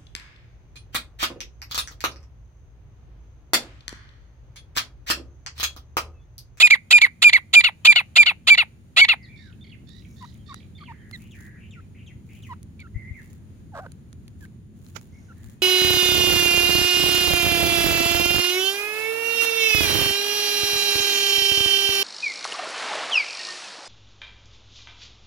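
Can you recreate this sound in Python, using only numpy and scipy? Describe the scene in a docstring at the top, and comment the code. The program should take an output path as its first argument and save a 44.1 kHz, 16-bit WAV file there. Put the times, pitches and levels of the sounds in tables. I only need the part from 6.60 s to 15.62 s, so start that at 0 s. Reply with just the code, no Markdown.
"""Eight harsh francolin calls in tall grass, close to a hand-held phone, over a low distant rumble and air hiss.
Each call is a rasp locking into a whistle, a catch, and an arching second syllable: pulses through a throat.
From 2.6 s songbirds sing in the bushes as gliding or buzzing tones; from 3.3 s grass and stalks tick and snap,
an insect whirrs and soft clucks begin. Peeps, hand bumps, a low croak and one foot scratch follow.
Birds are echoed by the bushes: near ones faintly, far ones strongly."""
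import sys
import numpy as np
from scipy import signal
from scipy.fft import rfft, irfft
from scipy.io import wavfile

SR = 44100
rng = np.random.default_rng(int(sys.argv[2]) if len(sys.argv) > 2 else 0)


def digitize_waveform(pressure):
    """Quantize a signal to 16-bit integers and store it at the path in sys.argv[1].

    Rows of a 2-D input are taken as channels; values are limited to [-1, 1].
    """
    field = np.atleast_2d(pressure).T
    bounded = np.clip(field, -1, 1)
    quanta = np.round(bounded * 32767).astype(np.int16)
    wavfile.write(sys.argv[1], SR, quanta)


N = 397782

# rel_level_db: before the offset its function adds
# distant rumble: start_s, level_db
RUMBLE_LEVEL = [(0, -52.5), (2.3, -49), (3.1, -45), (7, -44), (9, -45.5)]
# rumble spectrum: freq_hz, gain_db
RUMBLE_SPECTRUM = [(15, -47), (25, -20.5), (74, -2), (97, 1), (135, -5), (184, -6), (221, -6.5), (260, -14),
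                   (362, -19.5), (454, -28), (600, -42), (780, -68.5), (1320, -120)]
# open-air hiss spectrum: freq_hz, gain_db
AIR_SPECTRUM = [(290, -30), (500, -3.5), (1060, -13), (1720, -13.5), (4030, -20), (5710, -25),
                (6900, -15.5), (7860, -33), (9220, -17.5), (11000, -29.5), (15100, -26.5), (16000, -33)]
AIR_DB = -65.5
# loud calls: rasp_s, whistle_s, catch_s, second_s, whistle_hz, second_hz, second_rel_level_db
CALLS = [(-.003, .026, .073, .100, 2464, 805, -8), (.305, .329, .382, .410, 2425, 790, -9),
         (.618, .644, .696, .725, 2392, 775, -9.5), (.930, .955, 1.008, 1.034, 2384, 750, -12.5),
         (1.247, 1.273, 1.325, 1.352, 2383, 755, -12), (1.555, 1.581, 1.630, 1.657, 2385, 755, -12),
         (1.869, 1.902, 1.948, 1.972, 2327, 735, -12), (2.362, 2.412, 2.447, 2.481, 2235, 715, -11.5)]
WHISTLED_CALLS = 3  # first calls, with a whistled second syllable
# throat and beak, loud calls and peeps: freq_hz, gain_db
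THROAT = [(400, -34), (700, -20), (1050, -13), (1400, -17), (1700, -17), (2050, -2), (2450, -2.5),
          (2850, -6.5), (3600, -1.5), (4600, -6.5), (5600, -24.5), (7000, -11), (8100, -25.5),
          (9400, -16.5), (10900, -34), (12300, -19.5), (13700, -40), (14800, -29.5), (16000, -35.5)]
RASP_DB, RASP_START_HZ, RASP_END_HZ, RASP_ATTACK_SHARE = -11, 585.4, 790, 0.34
WHISTLE_DB, WHISTLE_SAG_HZ, WHISTLE_SAG_S = -5, 212, .05
WHISTLE_ATTACK_S, WHISTLE_RELEASE_S = .005, .03
CATCH_DB, CATCH_START_HZ, CATCH_S = -13, 1123, 0.01
SECOND_S, SECOND_ATTACK_S, SECOND_CREST_S, SECOND_BREAK_S = .066, .009, .019, 0.042
# two microphone ports: freq_hz, left_minus_right_db, left_lead_rad
PORTS = [(100.1, 1.5, 1), (1260, -2, -1), (2100, -4, -1.5), (2500, -2.5, -1.08), (3100, 16.5, 1.7),
         (3310, -0.5, 1.5), (3900, -12, 2), (5635.6, -3.5, 2), (6383, -11, 1.8), (7000, -24, 2.4),
         (7500, -2.5, -1), (9450, 22.5, 2), (11777, -1.5, 9), (14870, -9, 7)]
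# clear songbird whistles: start_s, length_s, pitch_hz, glide_octaves, level_db
WHISTLES = [(2.579, 0.11, 2042, -0.17, -57), (2.628, 0.041, 4320, -0.52, -55.5),
            (2.684, 0.13, 2300, -0.15, -53.5), (2.791, 0.13, 1673, -.47, -59.5),
            (6.345, 0.096, 2069, -0.011, -48.5), (6.441, 0.084, 2090, .08, -49),
            (6.542, 0.068, 2026, -0.564, -49), (8.523, 0.08, 2190, 0.023, -66)]
# reedy trills: start_s, length_s, rel_level_db
TRILLS = [(2.755, 0.13, -53), (3.267, 0.14, -50.5), (3.56, .15, -52.5), (3.858, 0.13, -49)]
# twitters: start_s, level_db
TWITTERS = [(3.01, -53.5), (4.15, -52)]
TWITTER_HZ, CHIP_GAP_S = 3610, .0265
# grass brushing: start_s, length_s, level_db
RUSTLES = [(3.25, 0.6224, -64), (4.479, 0.24, -59.5), (4.7, 0.21, -56), (5.633, 0.35, -60),
           (6.518, 0.28, -59.5), (7.044, 0.37, -75), (7.783, 0.091, -57.5), (8.121, 0.42, -59.5),
           (8.746, 0.24, -58)]
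# dry stalks snapping: start_s, peak_rel_level_db, ring_hz
SNAPS = [(3.292, -40, 3600), (3.626, -36.5, 997), (3.943, -26, 1460), (4.512, -34, 2100),
         (6.03, -35.5, 9000), (6.203, -38, 5000), (6.618, -41, 1530), (7.319, -36, 6800),
         (7.529, -36, 3869), (7.68, -37, 4370), (7.852, -38, 1774), (8.265, -41.5, 3830)]
# stalk resonance: freq_hz, gain_db
STALK = [(400, -12), (1300, 9.5), (3000, -2), (4200, 4.5), (5500, -4.5), (7000, 6), (8200, -15), (9700, 10),
         (12000, -7), (16000, -6)]
# insect whirrs: start_s, length_s, level_db
WHIRRS = [(3.382, 0.39, -72), (8.45, 0.3211, -74)]
# soft clucks: start_s, length_s, pitch_hz, level_db
CLUCKS = [(3.606, 0.051, 1000, -44), (3.885, .05, 1130, -43.5), (4.202, 0.041, 1190, -48.5),
          (4.277, .05, 936, -44), (5.155, 0.0546, 1394, -54), (5.889, 0.051, 1010, -39),
          (6.227, .052, 1396, -53.5), (7.804, .058, 1656, -53.5), (8.681, .05, 1410, -53.5)]
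# low dry churrs: start_s, length_s, level_db
CHURRS = [(4.305, 0.26, -59), (4.741, 0.27, -55.5), (8.749, 0.195, -68)]
CHURR_HZ = 1830
# sharp peeps: start_s, length_s, pitch_hz, level_db, roughness (0-1)
PEEPS = [(4.528, 0.037, 2090, -36, .1), (6.192, .037, 2360, -43, 0.36)]
# buzz-and-slur phrases: buzz_s, slur_s, rel_level_db
PHRASES = [(4.592, 4.709, -61), (4.975, 5.109, -59), (5.344, 5.463, -59), (5.688, 5.823, -59)]
# hand bumps: start_s, length_s, rel_level_db
BUMPS = [(6.341, 0.046, -33), (6.493, 0.051, -39.5), (8.806, 0.12, -49)]
# litter scratch spectrum: freq_hz, gain_db
SCRATCH_SPECTRUM = [(180, -42), (300, -3.5), (1100, -9.5), (1340, -2), (1810, -12.5), (2520, -7),
                    (3640, -16), (6850, -9.5), (8640, -35.5), (10400, -29), (16000, -26.5)]
TOP_HZ = 15900


def undb(db):
    """Decibels to gain."""
    return 10 ** (np.asarray(db) / 20)


def unit(x):
    """Scale to rms 1."""
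    return x / np.sqrt(np.mean(x ** 2) + 1e-18)


def read(points, hz, axis=1):
    """Column of a spectrum table, interpolated over log frequency."""
    points = np.array(points, float)
    return np.interp(np.log(hz + 1), np.log(points[:, 0] + 1), points[:, axis])


def colour(x, points):
    """Filter by a (freq_hz, gain_db) spectrum; rms 1."""
    n = x.shape[-1]
    gain_db = read(points, np.arange(n // 2 + 1) * SR / n)
    return unit(irfft(rfft(x) * undb(gain_db), n))


def walk(n, rate_hz):
    """Random values at rate_hz, joined by straight lines."""
    steps = np.arange(n) * rate_hz / SR
    return np.interp(steps, np.arange(n), rng.standard_normal(n))


def add(out, x, start_s):
    """Mix x in at start_s."""
    i = int(start_s * SR)
    x = x[..., max(-i, 0):N - i]
    out[..., max(i, 0):max(i, 0) + x.shape[-1]] += x


def pan(left_minus_right_db):
    """Left and right gains."""
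    return undb(np.array([[left_minus_right_db], [-left_minus_right_db]]) / 2)


def clock(length_s):
    """Seconds since the start of a note."""
    return np.arange(int(length_s * SR)) / SR


def ramp(t, start, length):
    """Rise from 0 to 1 over length, beginning at start."""
    return np.clip((t - start) / length, 0, 1)


def background(side_db=-9):
    """Low-passed noise rumble, nearly alike on both sides, under faint wavering open-air hiss."""
    mid, side = colour(rng.standard_normal((2, N)), RUMBLE_SPECTRUM)
    level_db = np.interp(np.arange(N) / SR, *np.transpose(RUMBLE_LEVEL))
    rumble = (mid + undb(side_db) * side * np.array([[1], [-1]])) * undb(level_db)
    air_db = AIR_DB + .7 * walk(N, 11.0) + 0.95 * walk(N, 1.5)
    return rumble + colour(rng.standard_normal((2, N)), AIR_SPECTRUM) * undb(air_db)


def syllable(pitch_hz, ratio, db, lock, rough, throat, purity_db, order=2, focus_hz=2350,
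             locked_top_hz=20000, jitter=0.084, hiss=1.0, top_db=0, flicker_db=5):
    """Syrinx pulses through the throat; locking favours every order-th harmonic and those near the focus."""
    n = len(ratio)
    u = np.linspace(0, 1, n)
    lock, rough = np.clip(lock, 0, 1), np.clip(rough, 0, 1)
    hz = pitch_hz * ratio * (1 + jitter * rough * walk(n, 1600) + 0.0015 * walk(n, 150))
    phase = 2 * np.pi * np.cumsum(hz) / SR
    k = np.arange(1, 17)[:, None]
    partial_hz = k * hz
    # top_db tilts the treble: a softer push gives less
    throat = [(f, d + top_db * np.clip((f - 4000) / 3000, 0, 1)) for f, d in throat]
    favour = .6 * (k % order == 0) / (1 + (partial_hz / locked_top_hz) ** 10)
    favour = favour + 0.73 * np.exp(-((partial_hz - focus_hz) / 650) ** 2)
    # high harmonics outside the locked set sink into the hiss; rough ones flicker
    sink_db = -10 * (k % order != 0) * np.clip((partial_hz - 4000) / 2000, 0, 1)
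    sink_db = sink_db - 1.2 * np.maximum(k - 9, 0)
    flicker = flicker_db * rough * np.array([walk(n, 350) for _ in k])
    # as pitch sags late in a note, upper harmonics and hiss die first
    sag = np.clip(1 - ratio, 0, 1) * np.clip(4 * u - 2, 0, 1)
    sink_db = sink_db - 30 * sag * np.maximum(np.log2(partial_hz / 1900), 0)
    size = undb(read(throat, partial_hz) + purity_db * lock * favour + sink_db + flicker)
    size = size * (partial_hz < SR / 2)
    # the throat delays each harmonic differently, spreading the pulse over its cycle
    harmonics = size * np.sin(k * phase + rng.uniform(0, 2 * np.pi, k.shape))
    tone = np.sum(harmonics, axis=0) / np.sqrt(np.sum(size ** 2, axis=0) / 2)
    pulsed_noise = rng.standard_normal(n) * (1 + 0.53 * np.cos(phase))
    air = colour(pulsed_noise, throat) * undb(-22 * sag)
    voice = (tone + hiss * rough * air) / np.sqrt(1 + (hiss * rough) ** 2)
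    edges = np.clip(np.minimum(u, 1 - u) * n / SR / 0.0021, 0, 1)
    return voice * undb(db + 4.4 * rough * walk(n, 250)) * edges


def rasp(length_s, focus_hz, top_db):
    """Rough onset, climbing as pressure builds, more orderly as it nears the whistle."""
    t = clock(length_s + 0.0022)
    u = t / t[-1]
    ratio = (RASP_END_HZ / RASP_START_HZ) ** u
    db = RASP_DB - 20 * (1 - ramp(u, 0, RASP_ATTACK_SHARE)) ** 2
    rough = .75 - .4 * ramp(t, .003, .016)
    return syllable(RASP_START_HZ, ratio, db, 0.13 + .45 * u, rough, THROAT, purity_db=19.5,
                    locked_top_hz=4600, focus_hz=focus_hz, top_db=top_db + 2.5)


def whistle(length_s, pitch_hz, top_db):
    """Membranes lock on the second harmonic; as pressure runs out pitch sags and half tones creep back."""
    t = clock(length_s + 0.0017)
    onset = 1 - ramp(t, 0, WHISTLE_ATTACK_S)
    fade = np.sin(np.pi / 2 * ramp(t, length_s - WHISTLE_RELEASE_S, WHISTLE_RELEASE_S)) ** 2
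    sag = np.exp(-t / WHISTLE_SAG_S)
    ratio = 1 + WHISTLE_SAG_HZ * (sag - sag.mean()) / pitch_hz
    db = WHISTLE_DB - 4.2 * onset - 1.2 * sag ** 3 - 9 * fade ** 1.8
    lock = 1 - .4 * onset - 0.42 * fade
    rough = .018 + 0.21 * onset + 0.1 * fade ** 4
    return syllable(pitch_hz / 2, ratio, db, lock, rough, THROAT, purity_db=25.5, top_db=top_db + 1)


def catch(top_db):
    """Short rough squawk: the whistle breaks up, drops and dies."""
    u = clock(CATCH_S + 0.0024) / CATCH_S
    return syllable(CATCH_START_HZ, 1 - 0.27 * u, CATCH_DB - 15 * u ** 2, .9 - .6 * u, .3 + .35 * u,
                    THROAT, purity_db=10, top_db=top_db - 8)


def second_syllable(pitch_hz, fade_db, break_db, rough, creak_rough, purity_db, focus_hz, locked_top_hz,
                    top_db, order, climb=.3, sink=.28, collapse=.36):
    """Pitch arch: rough on the way up, locked over the crest, collapsing into a low creak."""
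    t = clock(SECOND_S)
    rise = ramp(t, 0, SECOND_CREST_S)
    fall = ramp(t, SECOND_CREST_S, SECOND_S - SECOND_CREST_S)
    broken = ramp(t, SECOND_BREAK_S, .005)
    creak = ramp(t, SECOND_BREAK_S, SECOND_S - SECOND_BREAK_S)
    locked = ramp(t, .006, .014)
    ratio = np.maximum(1 - climb * (1 - rise) ** 1.7 - sink * fall - collapse * fall ** 4, .2)
    attack_db = -24 * (1 - ramp(t, 0, SECOND_ATTACK_S))
    db = attack_db + fade_db * fall + break_db * broken - 13 * creak ** 2
    lock = (0.14 + 1.1 * locked) * (1 - creak_rough * broken)
    roughness = rough + .5 * (1 - locked) + creak_rough * broken
    # the strongest partial drops as the creak sets in
    return syllable(pitch_hz, ratio, db, lock, roughness, THROAT, purity_db, order=order,
                    focus_hz=focus_hz * (1 - 0.87 * creak), locked_top_hz=locked_top_hz, top_db=top_db)


def beak_hiss(level_db=-46, centre_hz=9600):
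    """Thin high noise that swells and fades as the second syllable sinks."""
    n = len(clock(SECOND_S))
    band = [(centre_hz * 0.82, -30), (centre_hz * 1.0, -4), (centre_hz, 0),
            (centre_hz * 0.84, -13), (centre_hz * 1.6, -20)]
    return undb(level_db) * colour(rng.standard_normal(n), band) * np.hanning(n)


def francolin(tiring_db=-1.39, loosening_db=-2, rasp_focus_hz=3450, focus_step_hz=-95):
    """Rasp, whistle, catch, second syllable (whistled at first, harsh later); each call a little duller."""
    out = np.zeros(N)
    for i, (rasp_s, whistle_s, catch_s, second_s, whistle_hz, second_hz, second_db) in enumerate(CALLS):
        top_db = 4.5 + tiring_db * i
        add(out, rasp(whistle_s - rasp_s, rasp_focus_hz + focus_step_hz * i, top_db), rasp_s)
        add(out, whistle(catch_s - whistle_s, whistle_hz, top_db), whistle_s)
        add(out, catch(top_db), catch_s - .001)
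        if i < WHISTLED_CALLS:
            note = second_syllable(second_hz, fade_db=-0.25, break_db=-15.5, rough=0.029, creak_rough=.55,
                                   purity_db=27 + loosening_db * i, focus_hz=2190, locked_top_hz=11000,
                                   top_db=top_db - 5, order=3)
        else:
            note = second_syllable(second_hz, fade_db=-6.5, break_db=-4.0, rough=0.12, creak_rough=.16,
                                   purity_db=15, focus_hz=2600, locked_top_hz=4755,
                                   top_db=top_db - 6.5, order=2)
        add(out, undb(second_db) * note, second_s)
        add(out, beak_hiss(), second_s + 0.0099)
    return out


def ports(x):
    """A close source reaches the two ports with different colour and phase."""
    hz = np.arange(N // 2 + 1) * SR / N
    halves = np.array([[.5], [-.5]])
    gains = undb(read(PORTS, hz) * halves)
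    gains = gains / np.sqrt(np.mean(gains ** 2, axis=0))
    turn = np.exp(1j * read(PORTS, hz, axis=2) * halves)
    return irfft(rfft(x) * gains * turn, N)


def bushes(x, early_db, late_db, early_t60_s=.11, late_t60_s=0.45):
    """Leaves scatter a short dense echo; trees further off return a faint, duller one."""
    t = np.arange(SR) / SR
    rise = 1 - np.exp(-(t / 0.0076) ** 2)
    leaves = [(500, -3.0), (2300, -0.5), (4500, -6.0), (9500, 0), (16000, -13.5)]
    trees = [(500, -14.0), (2100, -2.0), (3500, -9.0), (7000, -2.5), (16000, -24)]
    early = colour(rng.standard_normal((2, SR)), leaves) * undb(-60 * t / early_t60_s)
    late = colour(rng.standard_normal((2, SR)), trees) * undb(-60 * t / late_t60_s)
    echo = undb(early_db) * unit(early * rise) + undb(late_db) * unit(late * rise)
    return signal.fftconvolve(x, echo / np.sqrt(SR), axes=1)[:, :N]


def chirp(length_s, start_hz, middle_hz, end_hz, buzz, buzz_hz=125, scatter=0.78):
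    """Gliding whistle; fast uneven pitch flutter turns it into a buzz."""
    n = int(length_s * SR)
    u = np.linspace(0, 1, n)
    hz = np.polyval(np.polyfit([0, .5, 1], [start_hz, middle_hz, end_hz], 2), u)
    flutter = np.sin(2 * np.pi * np.cumsum(buzz_hz * (1 + 0.139 * walk(n, 63.14))) / SR)
    phase = 2 * np.pi * np.cumsum(hz * (1 + buzz * (flutter + scatter * walk(n, 1700)))) / SR
    envelope = np.abs(np.sin(np.pi * u ** 0.7594)) ** 0.33
    return unit(np.sin(phase)) * envelope * undb(2.5 * walk(n, 127.0))


def glide(length_s, hz, octaves, buzz, arch=0.0474):
    """Slightly arched note sliding through its middle pitch."""
    edge_hz = hz * (1 - arch)
    return chirp(length_s, edge_hz * 2 ** (-octaves / 2), hz, edge_hz * 2 ** (octaves / 2), buzz)


def bird_whistles():
    """Clear songbird notes: gliding tones with little flutter."""
    out = np.zeros((2, N))
    for s, length_s, hz, octaves, db in WHISTLES:
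        add(out, pan(-2.1) * undb(db) * glide(length_s, hz, octaves, buzz=0.032), s)
    return out


def distant_song(count=10, start_s=2.6, level_db=-71, pitch_hz=3100):
    """Faint stray gliding notes from birds further off, random in time, pitch and side."""
    out = np.zeros((2, N))
    for when, high, slope, side in rng.uniform(-1, 1, (count, 4)):
        note = glide(0.065, pitch_hz * 2 ** (0.53 * high), 0.14 * slope - .1, buzz=.025)
        add(out, pan(4 * side) * undb(level_db) * note, start_s + 2 * (when + 1))
    return out


def trill(length_s, pitch_hz=925, climb_per_s=0.85, pulse_hz=64, sweep=0.13):
    """Slowly rising reedy note cut into quick pulses, each a little upward sweep."""
    reed = [(1000, -33.0), (1900, -5), (2800, -22), (3700, 5), (4600, -2), (5500, -11.5),
            (6500, -13), (12000, -46.5)]
    t = clock(length_s)
    cycle = np.cumsum(pulse_hz * (1 + .08 * walk(len(t), 40.4))) / SR % 1
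    ratio = .96 + climb_per_s * t + sweep * (cycle - .5)
    db = -10 * (1 - ramp(t, 0, 0.016)) - 11 * np.cos(np.pi * cycle) ** 2
    return syllable(pitch_hz, ratio, db, 0, 0.31, reed, purity_db=0)


def trills():
    """Reedy pulsed notes, each closed by three short falling tones."""
    out = np.zeros((2, N))
    for s, length_s, db in TRILLS:
        add(out, pan(-14) * undb(db - 4.5) * trill(length_s - .012), s)
        for after_s, hz in ((-.014, 4150), (.012, 2900), (.04, 2600)):
            note = glide(0.01, hz, -0.67, buzz=0.146)
            add(out, pan(-7.0) * undb(db - 8) * note, s + length_s + after_s)
    return out


def twitter(count=3):
    """Level note, quick falling chips with a partial above and below, closing slur."""
    out = np.zeros(N)
    add(out, undb(-1) * glide(0.031, TWITTER_HZ, 0, buzz=.012), 0)
    for i in range(1, count + 1):
        for harmonic, db in ((2, -6.5), (3, -5), (4, -8)):
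            chip = glide(0.0154, harmonic * 1090, -0.23, buzz=0.038)
            add(out, undb(db) * chip, .004 + i * CHIP_GAP_S)
    add(out, undb(1.0) * glide(0.038, 2550, -0.77, buzz=0.054), (count + 1) * CHIP_GAP_S)
    return out[:SR // 4]


def twitters():
    """Quick runs of gliding tones."""
    out = np.zeros((2, N))
    for s, db in TWITTERS:
        add(out, pan(-5.17) * undb(db) * twitter(), s)
    return out


def grass_rustles(grain_db=7.0):
    """Blades brush in dense tiny ticks: noise with a fast random level."""
    out = np.zeros((2, N))
    blades = [(1000, -2.0), (4000, -3), (5500, -6.5), (7000, 4), (8200, -10), (9700, 2.0),
              (11500, -8.0), (16000, -1.5)]
    for s, length_s, db in RUSTLES:
        n = int(length_s * SR)
        ticks = rng.standard_normal((2, n)) * undb(grain_db * walk(n, 480))
        add(out, undb(db) * colour(ticks, blades) * np.hanning(n) ** .5, s)
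    return out


def stalk_snaps(decay_s=0.0015, snap_db=1):
    """Dry stalks snap: fast-decaying noise through the stalk resonance, tilted towards ring_hz."""
    out = np.zeros((2, N))
    t = np.arange(SR // 20) / SR
    for s, db, ring_hz in SNAPS:
        ring = [(f, d - 5 * abs(np.log2(f / ring_hz))) for f, d in STALK]
        snap = colour(rng.standard_normal((2, len(t))), ring) * np.exp(-t / decay_s)
        add(out, pan(-0.5) * undb(db + snap_db) * snap / np.abs(snap).max(), s)
    return out


def throb(x, rate_hz, depth):
    """Chop a sound into quick, slightly uneven pulses."""
    uneven_hz = rate_hz * (1 + 0.11 * walk(len(x), 44.0))
    return x * (1 + depth * np.sin(2 * np.pi * np.cumsum(uneven_hz) / SR))


def insect_whirrs():
    """Insect: band-limited noise, pulsed."""
    out = np.zeros((2, N))
    for s, length_s, db in WHIRRS:
        n = int(length_s * SR)
        whirr = colour(rng.standard_normal(n), [(3500, -44), (5300, 1), (6700, 4.0), (8500, -36)])
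        add(out, undb(db) * throb(whirr * np.hanning(n) ** .5, rate_hz=47, depth=1.0), s)
    return out


def clucks(flick_s=.011):
    """Quiet closed-beak contact calls that sink, then flick up in pitch."""
    out = np.zeros(N)
    closed_beak = [(500, -16.0), (1000, -3.5), (1550, -5.5), (2100, -14), (3300, -23.0),
                   (5000, -31), (12000, -54)]
    for s, length_s, hz, db in CLUCKS:
        t = clock(length_s + .002)
        u, flick = t / length_s, ramp(t, length_s - flick_s, flick_s)
        ratio = 1.09 - 0.2 * u + 0.49 * flick
        swell_db = 3.5 - 19 * (1 - u) ** 4 - 11 * flick
        note = syllable(hz, ratio, swell_db, 1 - flick, 0.054 + 0.31 * flick, closed_beak,
                        purity_db=8.5, order=1, focus_hz=hz, jitter=.199)
        add(out, undb(db) * note, s)
    return out


def churrs():
    """Long, nearly level notes roughened by pitch flutter."""
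    out = np.zeros((2, N))
    for s, length_s, db in CHURRS:
        note = glide(length_s, CHURR_HZ, -0.029, buzz=0.092, arch=0.0053)
        add(out, pan(-0.93) * undb(db) * note, s)
    return out


def peeps():
    """Short sharp syrinx notes from the ground, locked and sinking."""
    out = np.zeros(N)
    for s, length_s, hz, db, rough in PEEPS:
        u = clock(length_s) / length_s
        fade_db = -8 * u ** 2 - 12 * (1 - u) ** 8
        note = syllable(hz, 1 - 0.14 * u ** 2, fade_db, 0.98, rough, THROAT, purity_db=30 * rough,
                        order=1, locked_top_hz=3300, top_db=-7)
        add(out, undb(db) * note, s)
    return out


def phrases():
    """Repeated rising buzz, then a downward slur."""
    out = np.zeros((2, N))
    for s, slur_s, db in PHRASES:
        buzz = chirp(slur_s - s - .01, 2200, 2620, 2750, buzz=0.11)
        add(out, pan(1) * undb(db) * buzz, s)
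        slur = chirp(0.062, 3650, 2500, 1896.0, buzz=0.054)
        # the high start of the slur carries its octave
        octave = colour(slur ** 2, [(2500, -69), (5500, -12), (7000, -1)]) * np.linspace(1, 0, len(slur))
        add(out, pan(1.4) * undb(db + 5) * (slur + undb(-13) * octave), slur_s)
    return out


def hand_bumps():
    """Dull bumps of the hand on the phone: short low thuds of noise."""
    out = np.zeros((2, N))
    for s, length_s, db in BUMPS:
        n = int(length_s * SR)
        body = [(20, -22), (50, -1.0), (120, -2.0), (220, -36.0), (600, -87.0)]
        thud = colour(rng.standard_normal(n), body)
        add(out, pan(16.5) * undb(db - 1.5) * unit(thud * np.hanning(n)), s)
    return out


def croak(start_s=7.12, pitch_hz=745, waver_hz=9.4):
    """One low wavering syrinx note, rough wherever its pitch dips."""
    out = np.zeros(N)
    chest = [(250, -30.5), (550, -1), (900, -2.5), (1500, -1.5), (2300, -25), (4500, -26.5), (12000, -39.0)]
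    t = clock(.152)
    ratio = (1 - 1.3 * t) * (1 + 0.21 * np.cos(2 * np.pi * waver_hz * t))
    slack = np.clip((1.05 - ratio) / 0.41, 0, 1)
    db = -41.5 - 21 * (1 - ramp(t, 0, 0.021)) + 7 * slack - 40 * t
    note = syllable(pitch_hz, ratio, db, 1 - slack, 0.055 + 1.4 * slack, chest, purity_db=22, order=1,
                    focus_hz=748, jitter=.113, hiss=1.29)
    add(out, note, start_s)
    return out


def foot_scratch():
    """One quick scratch in the litter: noise with a sharp peak and a longer faint skirt."""
    out = np.zeros((2, N))
    t = np.arange(SR // 20) / SR
    envelope = np.exp(-np.abs(t - .015) / 0.0034) + 0.1456 * np.exp(-np.abs(t - .02) / 0.02074)
    scratch = colour(rng.standard_normal((2, len(t))), SCRATCH_SPECTRUM) * envelope
    add(out, pan(-24.5) * undb(-38.5) * scratch, 8.35)
    return out


def scene():
    """Near birds nearly dry, far singers with more echo, grass and background without."""
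    near = ports(francolin() + clucks() + peeps() + croak())
    far = bird_whistles() + distant_song() + trills() + twitters()
    far += insect_whirrs() + churrs() + phrases()
    echoes = bushes(near, early_db=-23.5, late_db=-45.5) + bushes(far, early_db=-7.5, late_db=-10.5)
    grass = grass_rustles() + stalk_snaps() + foot_scratch()
    return near + far + echoes + grass + background() + hand_bumps()


def record(dry, ceiling=0.904):
    """The phone rounds off the highest peaks and cuts the top."""
    rounded = dry / (1 + np.abs(dry / ceiling) ** 8) ** (1 / 8)
    low_pass = signal.ellip(10, .2, 80, TOP_HZ, fs=SR, output="sos")
    return signal.sosfilt(low_pass, rounded)


dry = scene()
out = record(dry)
digitize_waveform(out)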